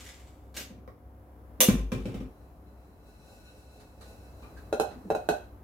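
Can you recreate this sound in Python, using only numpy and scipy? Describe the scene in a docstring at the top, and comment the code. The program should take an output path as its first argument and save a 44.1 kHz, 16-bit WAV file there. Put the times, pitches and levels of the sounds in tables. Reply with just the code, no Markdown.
"""Stand mixer and flour

In a small tiled kitchen an appliance hums. A mixer's lock lever scrapes and its head is tilted back: metal
clanks on metal, the heavy machine thumps on the worktop, and it rocks on its feet to rest. Flour hisses out of
a glass bowl, which is knocked five times against the whisk to empty it. Each knock is a short burst of noise
plus ringing tones; each scrape is a hail of tiny slips."""
import sys
import numpy as np
from scipy import signal
from scipy.fft import rfft, irfft, next_fast_len
from scipy.io import wavfile

SR = 44100
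rng = np.random.default_rng(int(sys.argv[2]) if len(sys.argv) > 2 else 0)


def store_pcm(level_fs):
    """Save levels as 16-bit WAV."""
    pcm = np.round(np.clip(level_fs, -1, 1) * 32767).astype(np.int16)
    wavfile.write(sys.argv[1], SR, np.atleast_2d(pcm).T)


N = 248283
TIME = np.arange(N) / SR
TAIL = TIME[:18000]   # time axis for one knock or echo

# Levels are relative. A decay_s or t60 is the time a sound takes to fade by 60 dB.
# how long the kitchen echoes: pitch_hz, decay_s
KITCHEN_DECAY = [(60, .3), (250, 0.23), (1000, 0.34), (2600, 0.4), (7000, .33), (15000, 0.24)]
# how alike left and right sound (1 is identical): pitch_hz, likeness
LIKENESS = [(100, 0.91), (250, .94), (550, 0.83), (1100, 0), (2500, 0.22), (6000, 0), (14000, 0.26)]
# tone colour of the air's murmur: pitch_hz, level_db
AIR_COLOUR = [(25, -21), (55, 7.5), (85, -1), (130, -5.5), (280, -8.5), (700, -13), (1100, -17.5),
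              (1600, -25.5), (2500, -35), (3800, -41.5), (8500, -44.5), (12000, -36), (16000, -39.5)]
# loudness of that murmur: time_s, level_db
AIR_LEVEL = [(0, -53), (1, -56), (1.6, -52), (3.7, -56), (4.6, -49.5), (5.63, -52)]
# the appliance's tones: pitch_hz, level_db
HUM_TONES = [(64.6, -54), (97.5, -61.5), (247.6, -69), (296.1, -66), (527.6, -71.5), (726.7, -72.5)]
# loudness of the hum: time_s, level_db
HUM_LEVEL = [(0, 1), (2.6, 0.5), (3.15, -7), (3.9, -4), (4.3, 0.5), (5.63, 0)]

# a hand slips on the housing: start_s, level_db
HAND_SLIPS = [(0, -42), (.041, -45), (.061, -45.5), (.088, -44), (.137, -47.5), (.196, -50), (.267, -56)]
# the lock lever catches: start_s, level_db
LEVER_CATCHES = [(.5635, -31), (.598, -36)]
# tone colours of the hand and lever scrapes: pitch_hz, level_db
HAND_COLOUR = [(100, -3), (500, -32), (1000, 7), (2100, 13.5), (3200, 10.5), (5000, 7), (7800, 9.5),
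               (9000, 1), (12000, 0.5), (16000, -12.5)]
LEVER_COLOUR = [(100, -10), (260, 9.5), (500, 4.5), (1000, -3), (2100, 2), (4100, 0.5), (5200, -1),
                (7500, -2), (9000, -9), (13500, -6), (16000, -20)]

# flow of flour out of the bowl, led in by a faint rustle: time_s, level_db
FLOUR_FLOW = [(2.2, -80), (2.8, -85), (3.05, -73.5), (3.75, -69.5), (4.4, -70.5), (5.0, -79), (5.35, -69),
              (5.63, -98)]
# brief brushes over the glass: start_s, length_s, peak_db
BRUSHES = [(2.65, 0.048, -77), (3.43, 0.1, -65.5)]
# tones of the glass under sliding flour: pitch_hz, level_db, decay_s
GLASS_TONES = [(1487, -2.5, 0.12), (2600, -1, 0.036), (3994, -2, 0.027), (5640, -8.5, 0.027),
               (7220, -9.5, 0.026), (9450, -11, 0.022)]
# clumps of flour land: start_s, level_db, treble_db
CLUMPS = [(3.796, -27.5, 0.5), (4.007, -27, 5), (4.04, -34, -4.5), (4.419, -27.5, -2), (4.567, -31, 1.5),
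          (4.906, -18.5, -19)]
# tone colours of sliding flour and of a clump: pitch_hz, level_db
FLOUR_COLOUR = [(200, 14.5), (700, 18), (1200, -2), (2000, -7), (3200, -14), (4500, -2.5), (8000, -4),
                (12000, -6.5), (16000, -12)]
CLUMP_COLOUR = [(60, -21), (280, 4), (600, 1.5), (1400, -4), (2500, -14), (3200, -17), (4100, -7),
                (5200, -16), (10000, -20), (16000, -30)]
# the glass shifts on the whisk: start_s, level_db, pitch_hz
GROANS = [(4.426, -31, 2460), (4.44, -30.5, 1220), (4.559, -28, 1603), (4.944, -20.5, 285),
          (5.044, -13.5, 272)]
# the bowl hits the whisk: start_s, level_db, treble_db
BOWL_TAPS = [(4.727, 3.6, -3.5), (4.7984, 5.1, 1), (5.1023, 5.9, -11), (5.1495, 0.58, -5.5),
             (5.2886, 7.5, -3.5)]
# tones of the knocked bowl: pitch_hz, level_db, decay_s
BOWL_TONES = [(154, -20.5, 0.037), (251, -17, 0.081), (355, -28, 0.75), (445, -17, 0.17),
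              (495, -5.5, 0.011), (580, -27, 0.097), (602, -7.5, 0.047), (701, -9.5, 0.043),
              (741, -7, 0.033), (882, -28, 0.17), (1040, -35, 0.017), (1460, -14, 0.053),
              (1550, -20.5, 0.043), (2553, -22, 0.063), (2640, -26.5, 0.026), (3250, -35, 0.069),
              (3995, -22, 0.029), (4190, -27, 0.14), (6460, -28.5, 0.052), (9400, -35, 0.09),
              (11660, -30, 0.06)]
# tone colour of its clatter: pitch_hz, level_db
BOWL_COLOUR = [(50, 0), (200, -2.5), (600, 12.5), (1000, 0), (1500, -6), (2000, -14.5), (3200, -7.5),
               (4100, -19), (4900, -11.5), (9000, -11), (16000, -28)]

# the hinge ticks and knocks as the head is lifted: start_s, level_db, treble_db
HINGE_TICKS = [(0.8765, -20, 0)]
LIFT_KNOCKS = [(0.703, -19.5, -16), (0.778, -23.5, -20)]
# the machine hits the worktop, the head hits its stop: start_s, level_db, treble_db
THUMPS = [(1.598, -7.5, -22), (1.6855, 13.5, -11), (1.7005, 3, 2.5), (1.741, 1, -12), (1.754, -2.5, 2)]
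HEAD_CLANKS = [(1.6045, 9.5, -0.5), (1.6075, 5.5, -0.5)]
# the machine sways on its feet: start_s, length_s, peak_db
SWAYS = [(1.685, 0.24, -29.5), (1.93, 0.16, -36.5), (2.11, 0.19, -40.5)]
# ringing tones of the hinge, frame and head: pitch_hz, level_db, decay_s
HINGE_TONES = [(493, -2.5, 0.11), (1080, -9, 0.054), (1840, -17, 0.037), (2070, -17.5, 0.026)]
FRAME_TONES = [(88.8, -16.5, 0.25), (133.5, -7, 0.17), (206.6, -14, 0.31), (257.7, -7, 0.066),
               (363.7, -7.5, 0.15), (455, -14.5, 0.33), (495, -15, 0.084), (1056, -28, 0.53),
               (2393, -23, 0.064), (2620, -26, 0.14), (2900, -39, 0.123), (5500, -31, 0.031)]
HEAD_TONES = [(223, -24.5, 0.1), (362, -22, .2), (534, -18, .02), (506.7, -8, .25), (693, -20.5, .13),
              (1040, -28, 0.23), (1180, -32.5, 0.18), (3130, -27, .13), (3505, -27, 0.11),
              (3534, -18.5, 0.059), (4150, -22, 0.1), (5850, -24.5, 0.12), (6210, -14.5, .06),
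              (7520, -18, .05), (12040, -24.5, 0.13), (12350, -26, .13), (13420, -24, .15)]
# tone colours of knocks on the hinge, frame, worktop and head: pitch_hz, level_db
HINGE_COLOUR = [(100, 16.5), (500, 5), (2100, -11), (2900, -25), (5000, -22), (9000, -38), (16000, -26)]
FRAME_COLOUR = [(30, -1), (100, 8.5), (260, 2), (500, -11), (800, -10.5), (1600, -16.5), (2600, -18),
                (3500, -18.5), (4600, -26), (8000, -28), (16000, -36.5)]
THUMP_COLOUR = [(30, -62.5), (70, -13), (115, -3), (170, 1.5), (245, 3.5), (310, -9.5), (450, -10.5),
                (750, -30.5), (1500, -27), (5000, -63.5)]
HEAD_COLOUR = [(60, -26), (200, -11), (700, 3), (1500, -2.5), (3300, 5), (4900, -2), (6500, 2.5),
               (8500, 3.5), (13000, 5), (16000, -6)]


def from_db(db):
    """Turn decibels into a gain."""
    return 10 ** (np.asarray(db) / 20)


def unit_energy(x):
    """Scale to an average energy of one per channel."""
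    return x / np.sqrt(np.mean(np.sum(x ** 2, axis=-1)) + 1e-20)


def unit_rms(x):
    """Scale to an average power of one."""
    return x / np.sqrt(np.mean(x ** 2) + 1e-20)


def gain_curve(rows):
    """Join levels into a curve that fades to silence outside the rows."""
    times, levels = np.transpose(rows)
    outside_s = np.abs(TIME - np.clip(TIME, times.min(), times.max()))
    return from_db(np.interp(TIME, times, levels) - 600 * outside_s)


def swells(rows):
    """A rounded rise and fall for each row."""
    return sum(from_db(db) * np.sin(np.pi * np.clip((TIME - s) / length, 0, 1)) for s, length, db in rows)


def jerks(rows, attack_s, t60):
    """A quick rise and a steady fade for each row."""
    return sum(np.clip((TIME - s) / attack_s, 0, 1) * from_db(db - 60 * np.maximum(TIME - s, 0) / t60)
               for s, db in rows)


def wander(per_s):
    """A curve that drifts from one random value to the next."""
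    return np.interp(TIME * per_s, np.arange(200), rng.standard_normal(200))


def at_hz(points, hz):
    """Look up a table's value at any pitch."""
    known_hz, values = np.transpose(points)
    return np.interp(np.log(hz + 1e-9), np.log(known_hz), values)


def through(x, response):
    """Let every sample of a sound set off a response (convolution)."""
    return signal.fftconvolve(np.atleast_2d(x), np.atleast_2d(response), axes=-1)[:, :N]


def pulse(colour):
    """The shortest click with this tone colour (minimum phase)."""
    size = len(TAIL)
    spectrum = from_db(at_hz(colour, np.fft.rfftfreq(size, 1 / SR)))
    cepstrum = irfft(np.log(spectrum))
    cepstrum[size // 2:] = 0   # nothing sounds before the click starts
    return unit_energy(irfft(np.exp(2 * rfft(cepstrum))))


def stereo_noise(size):
    """White noise whose two sides are alike in the bass and mostly unrelated in the treble."""
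    alike = np.clip(at_hz(LIKENESS, np.fft.rfftfreq(size, 1 / SR)), -1, 1)
    mid, side = rfft(rng.standard_normal((2, size)))
    return irfft(np.sqrt(1 + alike) * mid + np.sqrt(1 - alike) * side * [[1], [-1]], size)


def slips(per_s, spread_db):
    """Friction: a random hail of tiny slips of uneven size."""
    sizes = from_db(spread_db * np.minimum(rng.exponential(1, N), 4))
    signs = rng.choice([-1, 1], N)
    return unit_rms(sizes * signs * (rng.random(N) < per_s / SR))


def ringing(tones, twin_detune=0.012):
    """Fading tones, each with a weaker, mistuned twin; high ones reach the two ears out of step."""
    sound, weights = 0, np.array([1, .35])
    for hz, db, t60 in tones:
        pair_hz = hz * (1 + twin_detune * rng.standard_normal() * np.array([0, 1]))
        scatter = 1 - np.clip(at_hz(LIKENESS, hz), 0, 1)
        phase = 2 * scatter * rng.standard_normal((2, 2))
        angle = 2 * np.pi * np.outer(pair_hz, TAIL)
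        waves = (weights * np.cos(phase)) @ np.sin(angle) + (weights * np.sin(phase)) @ np.cos(angle)
        envelope = from_db(-60 * TAIL / t60) * np.minimum(TAIL * hz, 1)
        sound = sound + from_db(db) * unit_energy(waves * envelope)
    return sound


def clatter(click, t60):
    """A noise burst stands for a crowd of brief tones, too dense to tell apart."""
    burst = stereo_noise(len(TAIL)) * from_db(-60 * TAIL / t60)
    return unit_energy(through(burst, click)[:, :len(TAIL)])


def blows(rows, make_sound, treble_hz):
    """Place one sound at each blow; harder contacts carry more treble."""
    out = np.zeros((2, N + len(TAIL)))
    for s, db, treble_db in rows:
        sound, start = make_sound(), round(s * SR)
        bass = signal.lfilter(*signal.butter(1, treble_hz, fs=SR), sound)
        out[:, start:start + len(TAIL)] += from_db(db) * (bass + from_db(treble_db) * (sound - bass))
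    return out[:, :N]


def struck(rows, tones, colour, clatter_db, clatter_t60, twin_detune, treble_hz):
    """A hard object answers each blow with a brief clatter and tones that ring on."""
    click = pulse(colour)

    def knock():
        noise = from_db(clatter_db) * clatter(click, clatter_t60)
        return unit_energy(noise + ringing(tones, twin_detune))
    return blows(rows, knock, treble_hz)


def kitchen(early_db, early_t60, build_s):
    """Early echoes from nearby surfaces, then a tail that fades at its own rate in each pitch band."""
    early = from_db(early_db - 60 * TAIL / early_t60)
    onset = 1 - np.exp(-(TAIL / build_s) ** 2)
    edges_hz = np.geomspace(20, 19000, 21)
    noises = stereo_noise(2 * len(TAIL)), stereo_noise(2 * len(TAIL))
    room = 0
    for k, (low, high) in enumerate(zip(edges_hz, edges_hz[1:])):
        band_filter = signal.butter(2, [low, high], "band", fs=SR, output="sos")
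        band = signal.sosfilt(band_filter, noises[k % 2])[:, len(TAIL):]
        late = from_db(-60 * TAIL / at_hz(KITCHEN_DECAY, np.sqrt(low * high)))
        room = room + np.sqrt(2 * (high - low) / SR) * unit_energy(band * onset * (early + late))
    return room


def placed(dry, room, echo_db, left_db):
    """Direct sound plus its echoes, leaning left or right."""
    return (dry + from_db(echo_db) * through(dry, room)) * from_db([[left_db / 2], [-left_db / 2]])


def background(waver=0.14):
    """An appliance's wavering hum in the soft murmur of the air."""
    air = unit_rms(through(stereo_noise(next_fast_len(N)), pulse(AIR_COLOUR)))
    hum = 0
    for hz, db in HUM_TONES:
        flutter = 1 + waver * wander(per_s=8.0)
        tone = np.sin(2 * np.pi * (hz * TIME + rng.random()))
        hum = hum + from_db(db) * unit_rms(flutter * tone)
    return gain_curve(HUM_LEVEL) * hum + gain_curve(AIR_LEVEL) * air


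def hand_scrape(level_db=-6.0, rub_db=-56.5, fade_db_per_s=45):
    """A hand slips on the housing in small jerks, over a light rub that fades."""
    grip = jerks(HAND_SLIPS, attack_s=0.0013, t60=0.059) + from_db(rub_db - fade_db_per_s * TIME)
    return through(from_db(level_db) * grip * slips(per_s=740, spread_db=-4.0), pulse(HAND_COLOUR))


def lever_scrape(start_s=.543, slide_s=.055, slide_db=-54):
    """The lock lever slides lightly and catches twice."""
    sliding = (TIME > start_s) & (TIME < start_s + slide_s)
    friction = from_db(slide_db) * sliding + jerks(LEVER_CATCHES, attack_s=0.0059, t60=0.06)
    return through(friction * slips(per_s=3700, spread_db=2.5), pulse(LEVER_COLOUR))


def sliding_flour(glass_db=-3.5, hiss_db=6.0, spurt_db=3, emptying_s=3.7, fade_db_per_s=1.5):
    """Powder hisses out in spurts; the glass sings faintly under it, less as it empties."""
    flow = gain_curve(FLOUR_FLOW) * from_db(spurt_db * wander(per_s=12))
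    emptying = from_db(-fade_db_per_s * np.maximum(TIME - emptying_s, 0))
    rubbing = (flow * emptying + swells(BRUSHES)) * slips(per_s=6300, spread_db=-2.0)
    glass = through(rubbing, ringing(GLASS_TONES))
    hiss = through(flow * slips(per_s=22000, spread_db=2.5), pulse(FLOUR_COLOUR))
    return from_db(glass_db) * glass + from_db(hiss_db) * hiss


def flour_clumps(t60=0.085):
    """Clumps drop softly into the batter."""
    soft_start = 1 - from_db(-60 * TAIL / t60)
    click = pulse(CLUMP_COLOUR)
    return blows(CLUMPS, lambda: unit_energy(soft_start * clatter(click, t60)), treble_hz=1510)


def glass_groans(t60=0.025, rise_s=0.012):
    """Glass sticks and slips on the batter-coated whisk in short, faint groans."""
    out, size = np.zeros((2, N + len(TAIL))), len(TAIL)
    swell = TAIL * np.exp(-TAIL / rise_s)
    for s, db, hz in GROANS:
        start = round(s * SR)
        groan = through(rng.standard_normal(size) * swell, ringing([(hz, 0, t60)]))[:, :size]
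        out[:, start:start + size] += from_db(db) * unit_energy(groan)
    return out[:, :N]


def bowl_taps(spot_db=2.5, grip_detune=.025):
    """The glass bowl, muffled by both hands, hits the whisk; spot and grip change each knock's tones."""
    out = 0
    for tap in BOWL_TAPS:
        chance = rng.uniform(-1.04, 1, (len(BOWL_TONES), 2))
        tones = [(hz * (1 + grip_detune * grip), db + spot_db * spot, t60)
                 for (hz, db, t60), (grip, spot) in zip(BOWL_TONES, chance)]
        out = out + struck([tap], tones, BOWL_COLOUR,
                           clatter_db=-12.0, clatter_t60=0.061, twin_detune=0.013, treble_hz=1120)
    return out


def hinge_tick():
    """The hinge gives a small dull tick on the way up."""
    return struck(HINGE_TICKS, HINGE_TONES, HINGE_COLOUR,
                  clatter_db=-2.5, clatter_t60=0.02, twin_detune=0.033, treble_hz=2500)


def settling_knocks(start_s=1.686, first_gap_s=.2325, shortest_gap_s=.034, gap_kept=.518):
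    """The machine rocks to rest on its feet, ever sooner, softer and duller. Gives rows: start_s, level_db,
    treble_db."""
    rows, s = [], start_s
    for k in range(5):
        gap_s = shortest_gap_s + (first_gap_s - shortest_gap_s) * gap_kept ** k
        level_db, treble_db = 3.5 - 3.5 * k, 2 - 2.3 * k
        rows.append((s, level_db, treble_db))
        rows.append((s + .42 * gap_s, level_db - 12.5, treble_db - 6.0))   # a weaker rebound
        s += gap_s
    return rows


def rocking_machine(rattle_start_s=1.917, rattle_s=.32, rattle_db=-52.5):
    """The hinge knocks as the head is lifted; then the machine rocks on its feet against the worktop, ringing
    the metal frame, and rattles until it is at rest."""
    shaking = swells([(rattle_start_s, rattle_s, rattle_db)])
    rattle = through(shaking * slips(per_s=300, spread_db=3.0), pulse(FRAME_COLOUR))
    return rattle + struck(LIFT_KNOCKS + settling_knocks(), FRAME_TONES, FRAME_COLOUR,
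                           clatter_db=-6.0, clatter_t60=0.068, twin_detune=0.034, treble_hz=900)


def worktop_thumps(sway_hz=51.5):
    """The machine's weight drops on the worktop, and it sways on its rubber feet."""
    sway = swells(SWAYS) * unit_rms(np.sin(2 * np.pi * sway_hz * TIME))
    thump = pulse(THUMP_COLOUR)
    return blows(THUMPS, lambda: thump, treble_hz=397) + sway


def head_clank():
    """Metal on metal: the head hits its stop and rings."""
    return struck(HEAD_CLANKS, HEAD_TONES, HEAD_COLOUR,
                  clatter_db=-2.5, clatter_t60=0.024, twin_detune=0.0023, treble_hz=3000)


def scene():
    """Mixer and flour echo off the tiles; the bowl taps also echo at once from the steel bowl below."""
    room = kitchen(early_db=0.5, early_t60=0.2, build_s=0.0025)
    over_bowl = kitchen(early_db=9.5, early_t60=0.058, build_s=0.0069)
    return (placed(head_clank(), room, echo_db=6.0, left_db=0.0)
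            + placed(worktop_thumps(), room, echo_db=-10.0, left_db=1.0)
            + placed(rocking_machine() + hinge_tick(), room, echo_db=4.0, left_db=0.4)
            + placed(bowl_taps(), over_bowl, echo_db=1.0, left_db=-1.0)
            + placed(hand_scrape() + lever_scrape(), room, echo_db=5.5, left_db=0.5)
            + placed(sliding_flour() + flour_clumps() + glass_groans(), room, echo_db=2.5, left_db=-1.0)
            + background() * from_db([[.5], [-.5]]))


def record(dry):
    """Cut the deepest rumble and the very highest treble."""
    rumble_hz, top_hz = 22, 15900
    sound = signal.sosfilt(signal.butter(2, rumble_hz, "high", fs=SR, output="sos"), dry)
    return signal.sosfilt(signal.ellip(10, .1, 80, top_hz, fs=SR, output="sos"), sound)


dry = scene()
out = record(dry)
store_pcm(out)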